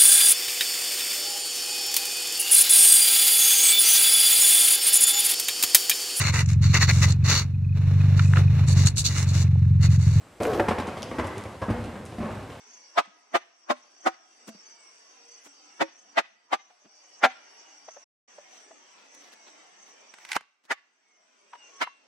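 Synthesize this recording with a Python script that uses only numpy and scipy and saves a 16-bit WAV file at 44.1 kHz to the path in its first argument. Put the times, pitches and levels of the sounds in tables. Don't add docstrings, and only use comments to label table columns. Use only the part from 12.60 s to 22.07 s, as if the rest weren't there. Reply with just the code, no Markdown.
import sys
import numpy as np
from scipy import signal
from scipy.fft import rfft, irfft
from scipy.io import wavfile
from scipy.ndimage import uniform_filter1d

SR = 44100
rng = np.random.default_rng(int(sys.argv[2]) if len(sys.argv) > 2 else 0)


def pcm_store(signal):
    levels = np.round(np.clip(np.atleast_2d(signal), -1, 1) * 32767)
    wavfile.write(sys.argv[1], SR, levels.astype(np.int16).T)


N = 417627
T, HZ = np.arange(N) / SR, np.fft.rfftfreq(N, 1 / SR)
SHORT = np.arange(16384) / SR - .1
SILENCE_S = (5.44, 5.68)

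# mode1_hz, mode2_hz, mode3_hz, mode4_hz, stereo_likeness (0-1), dip_db (of the background)
BLOWS = [(0.387, -23, -13.5, 2.5, 1.5, 428, 699, 1264, 1634, 0.36, 9.8),
         (0.756, -25, -5, -.9, 1.2, 352, 686, 1206, 1820, 0.25, 11),
         (1.109, -27.5, -4.5, 3, 0, 250, 598, 1072, 1950, 0.11, 4.6),
         (1.472, -25, -4.5, -0.3, -5, 338, 761, 1263, 1401, .16, 5.7),
         (3.218, -26, 1, -0.8, 0, 326, 550, 925, 1810, .09, 4.8),
         (3.586, -22.5, -13, -2.5, 2.2, 291, 670, 1235, 1970, 0.12, 17),
         (3.936, -27, -12.5, 1.4, 1, 315, 788, 1164, 2090, 0.11, 10),
         (4.646, -18, -13, -1.1, 0, 253.1, 762.4, 1393, 1607, .88, 3.1)]
CLACKS = [(8.117, -30, -11.5, -1.5, -1.3, 421, 930, 1454, 2010, 0.36, 19.9),
          (9.223, -30, -11.5, 1.5, 2.3, 285, 937, 992, 1350, .03, 12.2)]


def gain_of(db):
    return 10 ** (np.asarray(db) / 20)


def evened(x):
    return x / np.sqrt(np.mean(x ** 2) + 1e-30)


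def burst(x):
    return x / np.sqrt(np.sum(x ** 2, -1, keepdims=True) / (.02 * SR) + 1e-30)


def colour(x, points):
    points_hz, db = np.transpose(points)
    hz = np.fft.rfftfreq(x.shape[-1], 1 / SR)
    return irfft(rfft(x) * gain_of(np.interp(np.log(hz + 1), np.log(points_hz), db)), x.shape[-1])


def stereo_noise(size, likeness):
    mid, side = rng.standard_normal((2, size))
    return np.sqrt((1 + likeness) / 2) * mid + np.sqrt((1 - likeness) / 2) * np.array([side, -side])


def wander(per_s):
    knots = rng.standard_normal(2048)
    return evened(np.interp(T * per_s, np.arange(len(knots)), knots))


def add(mix, start_s, sound):
    part = mix[:, round(start_s * SR):][:, :sound.shape[-1]]
    part += sound[..., :part.shape[-1]]


def swell(rise_s, fall_s, top_s):
    return np.exp(-(np.hypot(SHORT, top_s) - top_s) / np.where(SHORT < 0, rise_s, fall_s))


def crunch(envelope, likeness):
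    spectrum = rfft(stereo_noise(len(envelope), likeness) * envelope)
    return burst(irfft(spectrum / (abs(spectrum) + 1e-12)) * envelope ** 0.22)


def ring(push, hz, t60_s, likeness):
    level = signal.lfilter([1], [1, -np.exp(-np.log(1000) / (t60_s * SR))], push)
    apart = np.arccos(likeness) / 2 * np.array([[1], [-1]]) * rng.choice([-1, 1])
    return burst(level * np.sin(2 * np.pi * (hz * SHORT + rng.random()) + apart))


def level_step(before_db, after_db):
    return gain_of(np.where(T < np.mean(SILENCE_S), before_db, after_db))


def patchy(x, depth_db):
    spectra = signal.stft(x, nperseg=2048, noverlap=1536)[2]
    patches = uniform_filter1d(rng.standard_normal(spectra.shape[1:]), size=3, axis=0)
    patches = evened(uniform_filter1d(patches, size=11, axis=1))
    spectra = spectra * gain_of(depth_db * patches)
    return evened(signal.istft(spectra, nperseg=2048, noverlap=1536)[1][:, :N])


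def wash():
    # frequency_hz, density_db
    spectrum = [(40, -42), (115, -33.5), (180, -15.5), (280, -6), (480, -6), (720, -3.5), (1500, -7.5),
                (2200, -6.5), (3200, -9.5), (4000, -17), (5200, -12.5), (7800, -23.5), (8800, -37.5),
                (15000, -47)]
    air = patchy(colour(stereo_noise(N, 0.09), spectrum), depth_db=4.0)
    return air * level_step(-59.5, -57.5) * gain_of(0.77 * wander(9))


def thin_tones():
    # start_s, length_s, first_hz, last_hz, level_db
    tones = [(2.1, 0.28, 2396, 2150, -69.5), (2.52, 0.34, 481, 469, -72), (4.22, 1.16, 2970, 2900, -75),
             (4.5, 0.11, 2890, 2930, -76), (5.04, 0.1, 2930, 2890, -67.5), (6.72, 0.2, 2254, 2156, -68.5),
             (8.4, 0.26, 2280, 2120, -76), (8.97, 0.14, 2930, 2770, -58.5), (9.098, 0.26, 1117, 1100, -60)]
    out, waver = np.zeros((2, N)), wander(90)
    for start_s, length_s, first_hz, last_hz, db in tones:
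        progress = np.linspace(0, 1, round(length_s * SR))
        glide_hz = last_hz + (first_hz - last_hz) * (1 - progress) ** 2
        hz = glide_hz * (1 + .005 * waver[:len(progress)])
        tone = np.sin(np.pi * progress) * np.sin(2 * np.pi * np.cumsum(hz) / SR)
        add(out, start_s, gain_of(db) * evened(tone))
    return out


def insect_band(hz, width_hz):
    return evened(irfft(rfft(stereo_noise(N, 0.026)) * np.exp(-((HZ - hz) / width_hz) ** 2), N))


def crickets():
    # pitch_hz, width_hz, before_silence_db, after_silence_db
    bands = [(2750, 17, -76.5, -112), (4890, 25, -79, -82), (4690, 220, -67, -75.5), (5760, 89, -63, -66),
             (5550, 200, -63.5, -72), (6150, 550, -64, -64.5), (7750, 360, -77, -74.5),
             (8070, 40, -72.5, -72), (10580, 600, -84, -90.5)]
    chorus = sum(level_step(*db) * gain_of(3.5 * wander(22)) * insect_band(hz, width_hz)
                 for hz, width_hz, *db in bands)
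    ticks = np.sin(np.pi * np.cumsum(13 + 0.54 * wander(6.4)) / SR) ** 4
    return chorus + gain_of(-76) * ticks * insect_band(7300, 250)


def cicada():
    first_s, every_s, half_width_s, between_db = .15, .645, 0.065, -19.5
    pitch_hz, sag_hz_per_s = 6080, 600
    chirps_per_s, fall_hz, scatter_hz, flutter_hz = 30, 520, 150, 60
    from_peak_s = ((T - first_s) / every_s + .5) % 1 * every_s - every_s / 2
    phrases = np.maximum(np.exp(-(from_peak_s / half_width_s) ** 2), gain_of(between_db))
    sweep = np.cumsum(chirps_per_s + 6 * wander(25)) / SR % 1
    note_hz = pitch_hz - sag_hz_per_s * from_peak_s + fall_hz * (.5 - sweep)
    note_hz += scatter_hz * wander(20) + flutter_hz * wander(500)
    cycles = np.cumsum(note_hz) / SR + np.array([[0], [1 / 4]])
    chirps = evened(np.sin(np.pi * sweep) ** 2 * np.sin(2 * np.pi * cycles))
    return level_step(-54, -58) * phrases * (0.99 * chirps + 0.4 * insect_band(6150, 400))


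def dips():
    fall_s, hold_s, recover_db_per_s = .05, 0.21, 23.5
    parting = (7.76, 26.6)
    down_db = np.zeros(N)
    for time_s, *_, dip_db in BLOWS + CLACKS + [parting]:
        remaining_db = dip_db - recover_db_per_s * np.maximum(T - time_s - hold_s, 0)
        down_db = np.maximum(down_db, np.clip((T - time_s) / fall_s, 0, 1) * remaining_db)
    return down_db


def far_echo(x):
    t = np.arange(SR) / SR
    tail = evened(gain_of(-60 * t / 2.5) * np.minimum(t / 0.065, 1) * stereo_noise(SR, .1))
    tail = colour(tail, [(100, -9), (300, 2), (800, 2.5), (2500, 2.5), (6000, -10.5)])
    return signal.fftconvolve(x, gain_of(-36.5) * tail / np.sqrt(SR), axes=1)[:, :N]


def near_echo(x):
    t = np.arange(SR) / SR
    echo = evened(np.exp(-((t - .065) / .016) ** 2) * stereo_noise(SR, .2))
    tail = evened(gain_of(-60 * t / 0.64) * np.minimum(t / 0.027, 1) * stereo_noise(SR, .2))
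    spectrum = [(100, -6), (300, -4.5), (800, -2.0), (2500, 8.5), (5000, 9), (12000, -7.5)]
    scatter = colour(gain_of(-34.5) * echo + gain_of(-30.5) * tail, spectrum) / np.sqrt(SR)
    return signal.fftconvolve(x, scatter, axes=1)[:, :N]


def footsteps():
    # time_s, level_db, half_width_s, treble_db
    scuffs = [(1.886, -48, 0.01, 7), (2.859, -53, .012, 9), (5.961, -57, 0.044, -7),
              (6.413, -59.5, 0.05, -16), (6.549, -57, 0.0057, 6), (6.655, -57, 0.037, -5),
              (6.733, -51, 0.0091, -2), (6.883, -52.5, 0.012, -15), (7.286, -60, 0.018, -5),
              (8.054, -60, 0.0089, -1.5)]
    out = np.zeros((2, N))
    for time_s, db, half_width_s, treble_db in scuffs:
        grains = stereo_noise(len(SHORT), 0.27) * (rng.random(len(SHORT)) < 2500 / SR)
        spectrum = [(90, -31), (250, 6.5), (1500, 3), (4000, 2.0),
                    (7000, treble_db), (15000, treble_db - 17.5)]
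        leaves = evened(colour(grains, spectrum)) * np.exp(-(SHORT / half_width_s) ** 2 / 2)
        add(out, time_s + SHORT[0], gain_of(db) * leaves)
    return out


def bumps():
    # time_s, level_db, pitch_hz, t60_s, scuff_db (relative)
    contacts = [(0.477, -66, 201, 0.075, -20.5), (1.888, -45.5, 220, 0.14, -3), (1.95, -58, 199, 0.09, -4),
                (2.866, -57.5, 280, 0.21, 5), (4.106, -62.5, 720, 0.11, 0.5),
                (4.256, -58, 225, 0.053, -4.5), (5.288, -45.5, 630, 0.01, -8),
                (5.369, -50, 582, 0.039, -12), (5.785, -51, 590, 0.054, -19), (6.113, -53, 648, 0.036, -21),
                (8.935, -47, 954.6, 0.093, -9), (8.955, -54, 954, 0.034, -1.5),
                (9.273, -44, 980, 0.031, -9)]
    grit_spectrum = [(100, -35), (450, 0), (1200, -1), (3000, -8), (6000, -22), (14000, -42)]
    out = np.zeros((2, N))
    for time_s, db, hz, t60_s, scuff_db in contacts:
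        softness = (600 / hz) ** 0.35
        touch = swell(rise_s=.0018 * softness, fall_s=.0036 * softness, top_s=.004 * softness)
        thud_spectrum = [(hz / 3, -38), (hz * 0.91, -2), (hz * 1.2, -2), (hz * 3, -22), (16000, -80)]
        thud = burst(colour(crunch(touch, 0.88), thud_spectrum))
        slide = swell(rise_s=.003 * softness, fall_s=.004 * softness, top_s=.009 * softness)
        grit = burst(colour(crunch(slide, .3), grit_spectrum))
        fundamental = 0.88 / softness ** .5 * ring(touch, hz, t60_s, .8)
        overtone = gain_of(-15.5) * softness ** 2 * ring(touch, 3.03 * hz, t60_s, 0.37)
        bump = fundamental + overtone + 0.97 * thud + gain_of(scuff_db) * grit
        add(out, time_s + SHORT[0], gain_of(db) * bump)
    return out


def freed_cane():
    # pitch_hz, level_db, t60_s
    modes = [(1130, -49, 0.33), (1270, -39, 0.087), (2112, -34.5, 0.11), (2730, -53.5, 0.5),
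             (3050, -39.5, 0.13), (3960, -56, 0.21), (4330, -59, 0.19)]
    # start_s, force_db
    jolts = [(7.767, -6.5), (8.12, -7), (9.227, 4.5)]
    out, t = np.zeros((2, N)), np.arange(SR // 2) / SR
    for start_s, force_db in jolts:
        for hz, db, t60_s in modes:
            tone = np.sin(2 * np.pi * (hz * t + rng.random((2, 1))))
            add(out, start_s, gain_of(force_db + db - 60 * t / t60_s) * tone)
    return out


def splitting():
    # time_s, force_db, body_db (relative to the snap)
    snaps = [(7.54, -43.5, -3), (7.586, -48.5, -1), (7.651, -38.5, -11), (7.690, -39, -12.5),
             (7.718, -22.5, -44), (7.731, -27, -28), (7.7648, -23, 6.5), (7.809, -49.5, 2.5)]
    # frequency_hz, density_db
    snap_spectrum = [(180, -47), (300, -28.5), (641, -25.5), (877, -12.5), (1350, -29.5), (1510, 0),
                     (1780, -14.5), (2000, 1.5), (2740, -8), (9450, -19), (15500, -46)]
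    tube_spectrum = [(30, -7), (90, -9), (200, 3.5), (400, 3.5), (900, 14), (1600, 13.5), (2600, -23),
                     (6000, -32)]
    fibre_spectrum = [(180, -53), (300, -68), (476, -52), (808, 3), (1510, -4), (2210, 4.5), (3340, -13),
                      (5570, -9), (7020, -18), (15500, -25.5)]
    # time_s, level_db
    tear = [(7.6, -59), (7.68, -57), (7.712, -39), (7.74, -45), (7.748, -36.5), (7.762, -27), (7.77, -48.5),
            (7.782, -73), (7.82, -83)]
    out, snap = np.zeros((2, N)), swell(rise_s=0.00086, fall_s=0.0043, top_s=0.00017)
    for time_s, force_db, body_db in snaps:
        crack = burst(colour(crunch(snap, 0.78), snap_spectrum))
        body = gain_of(body_db) * burst(colour(crunch(snap, 0.91), tube_spectrum))
        add(out, time_s + SHORT[0], gain_of(force_db - 8.5) * (crack + body))
    fibres = stereo_noise(N, 0.57) * (rng.random(N) < 5000 / SR)
    tear_db = np.interp(T, *np.transpose(tear), left=-200, right=-200)
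    out += evened(colour(fibres, fibre_spectrum)) * gain_of(tear_db)
    return out * gain_of([[-1], [1]])


def wood_crunch(band_db, likeness):
    edges_hz = [180, 450, 900, 1400, 2400, 4500, 9000]
    centres_hz = np.sqrt(np.multiply(edges_hz[1:], edges_hz[:-1]))
    density_db = band_db - 10 * np.log10(np.diff(edges_hz) / (SR / 2)) + [-4, -3, -4.5, -4, -2, -1.5]
    bass = [(30, density_db[0] - 33.5), (120, density_db[0] - 25), (215, density_db[0] - 2.5)]
    blow = swell(rise_s=0.0021, fall_s=0.0026, top_s=0.032)
    contact = crunch(blow, likeness)
    bounce = 0.44 * np.roll(contact, round(rng.uniform(.007, .011) * SR))
    fibres = burst((contact + bounce) * blow ** 0.12)
    sound = colour(fibres, bass + list(zip(centres_hz, density_db)) + [(15000, density_db[-1] - 19)])
    low_modes = [(180, 0.5), (255, 2), (335, 4), (415, -6.0), (540, 0), (800, 3.5)]
    wood_hz = np.geomspace(900, 9000, num=64)
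    wood_db = 2.4 * (-1) ** np.arange(len(wood_hz)) * rng.uniform(.3, 1.7, len(wood_hz)) - .5
    return colour(sound, low_modes + list(zip(wood_hz, wood_db)))


def knock(row, upper_bands_db, pan_db):
    # pitch_hz, level_db (relative to the 2400-4500 Hz band), t60_s
    blade_modes = [(1457, -6.5, 0.024), (1987, -7.5, 0.053), (2276, -8.5, 0.05), (2290, -14.5, 0.073),
                   (2579, -14, 0.084), (2980, -12, .04), (3170, -12.5, .045), (3526, -14, 0.07),
                   (3660, -11.5, 0.035), (4380, -20.5, 0.068), (4930, -18.5, .04)]
    _, force_db, thump_db, lean_db, blade_db, *modes_hz, likeness, dip_db = row
    top_lag_db = .45 * (-26 - force_db)
    band_db = force_db + np.r_[thump_db, upper_bands_db]
    band_db += [0, 0, lean_db, -lean_db, blade_db, top_lag_db]
    sound = wood_crunch(band_db, likeness)
    ring_s = .15 * gain_of(-0.61 * dip_db)
    push = np.roll(swell(rise_s=0.00091, fall_s=0.001, top_s=0.02), -round(0.0078 * SR))
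    for hz, db, ring_db in zip(modes_hz, band_db, [-2.0, -2.5, -6.5, -8.0]):
        t60_s = ring_s * gain_of(0.2 * (db - band_db.max())) * (430 / hz) ** 0.38
        sound += gain_of(db + ring_db) * ring(push, hz, t60_s, likeness)
    grips = rng.uniform(-1, 1, (len(blade_modes), 2))
    for (hz, db, t60_s), (shift, grip) in zip(blade_modes, grips):
        mode = ring(push, hz * (1 + 0.045 * shift), t60_s, likeness)
        sound += gain_of(band_db[-2] + db + 2.2 * grip) * mode
    return sound * gain_of(np.array([[.5], [-.5]]) * pan_db)


def knocks():
    out = np.zeros((2, N))
    for row in BLOWS:
        add(out, row[0] + SHORT[0], knock(row, upper_bands_db=[4, 4, 2.3, -6.5, -11.5], pan_db=0.07))
    for row in CLACKS:
        add(out, row[0] + SHORT[0], knock(row, upper_bands_db=[-2, 2.2, 8, -4.5, -9], pan_db=-1.5))
    return out


def scene():
    work = knocks() + bumps() + splitting() + footsteps() + freed_cane()
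    down_db = dips()
    distance = (wash() + far_echo(work)) * gain_of(-0.8 * down_db)
    echo = near_echo(work) * gain_of(-.25 * down_db)
    return work + echo + thin_tones() + distance + (crickets() + cicada()) * gain_of(-down_db)


def record(dry):
    gate = uniform_filter1d(1. * ((T < SILENCE_S[0]) | (T > SILENCE_S[1])), size=300)
    lowpass = signal.firwin(511, cutoff=15900, window=("kaiser", 9), fs=SR)
    return signal.oaconvolve(dry * gate, lowpass[None], "same")


dry = scene()
out = record(dry)
pcm_store(out)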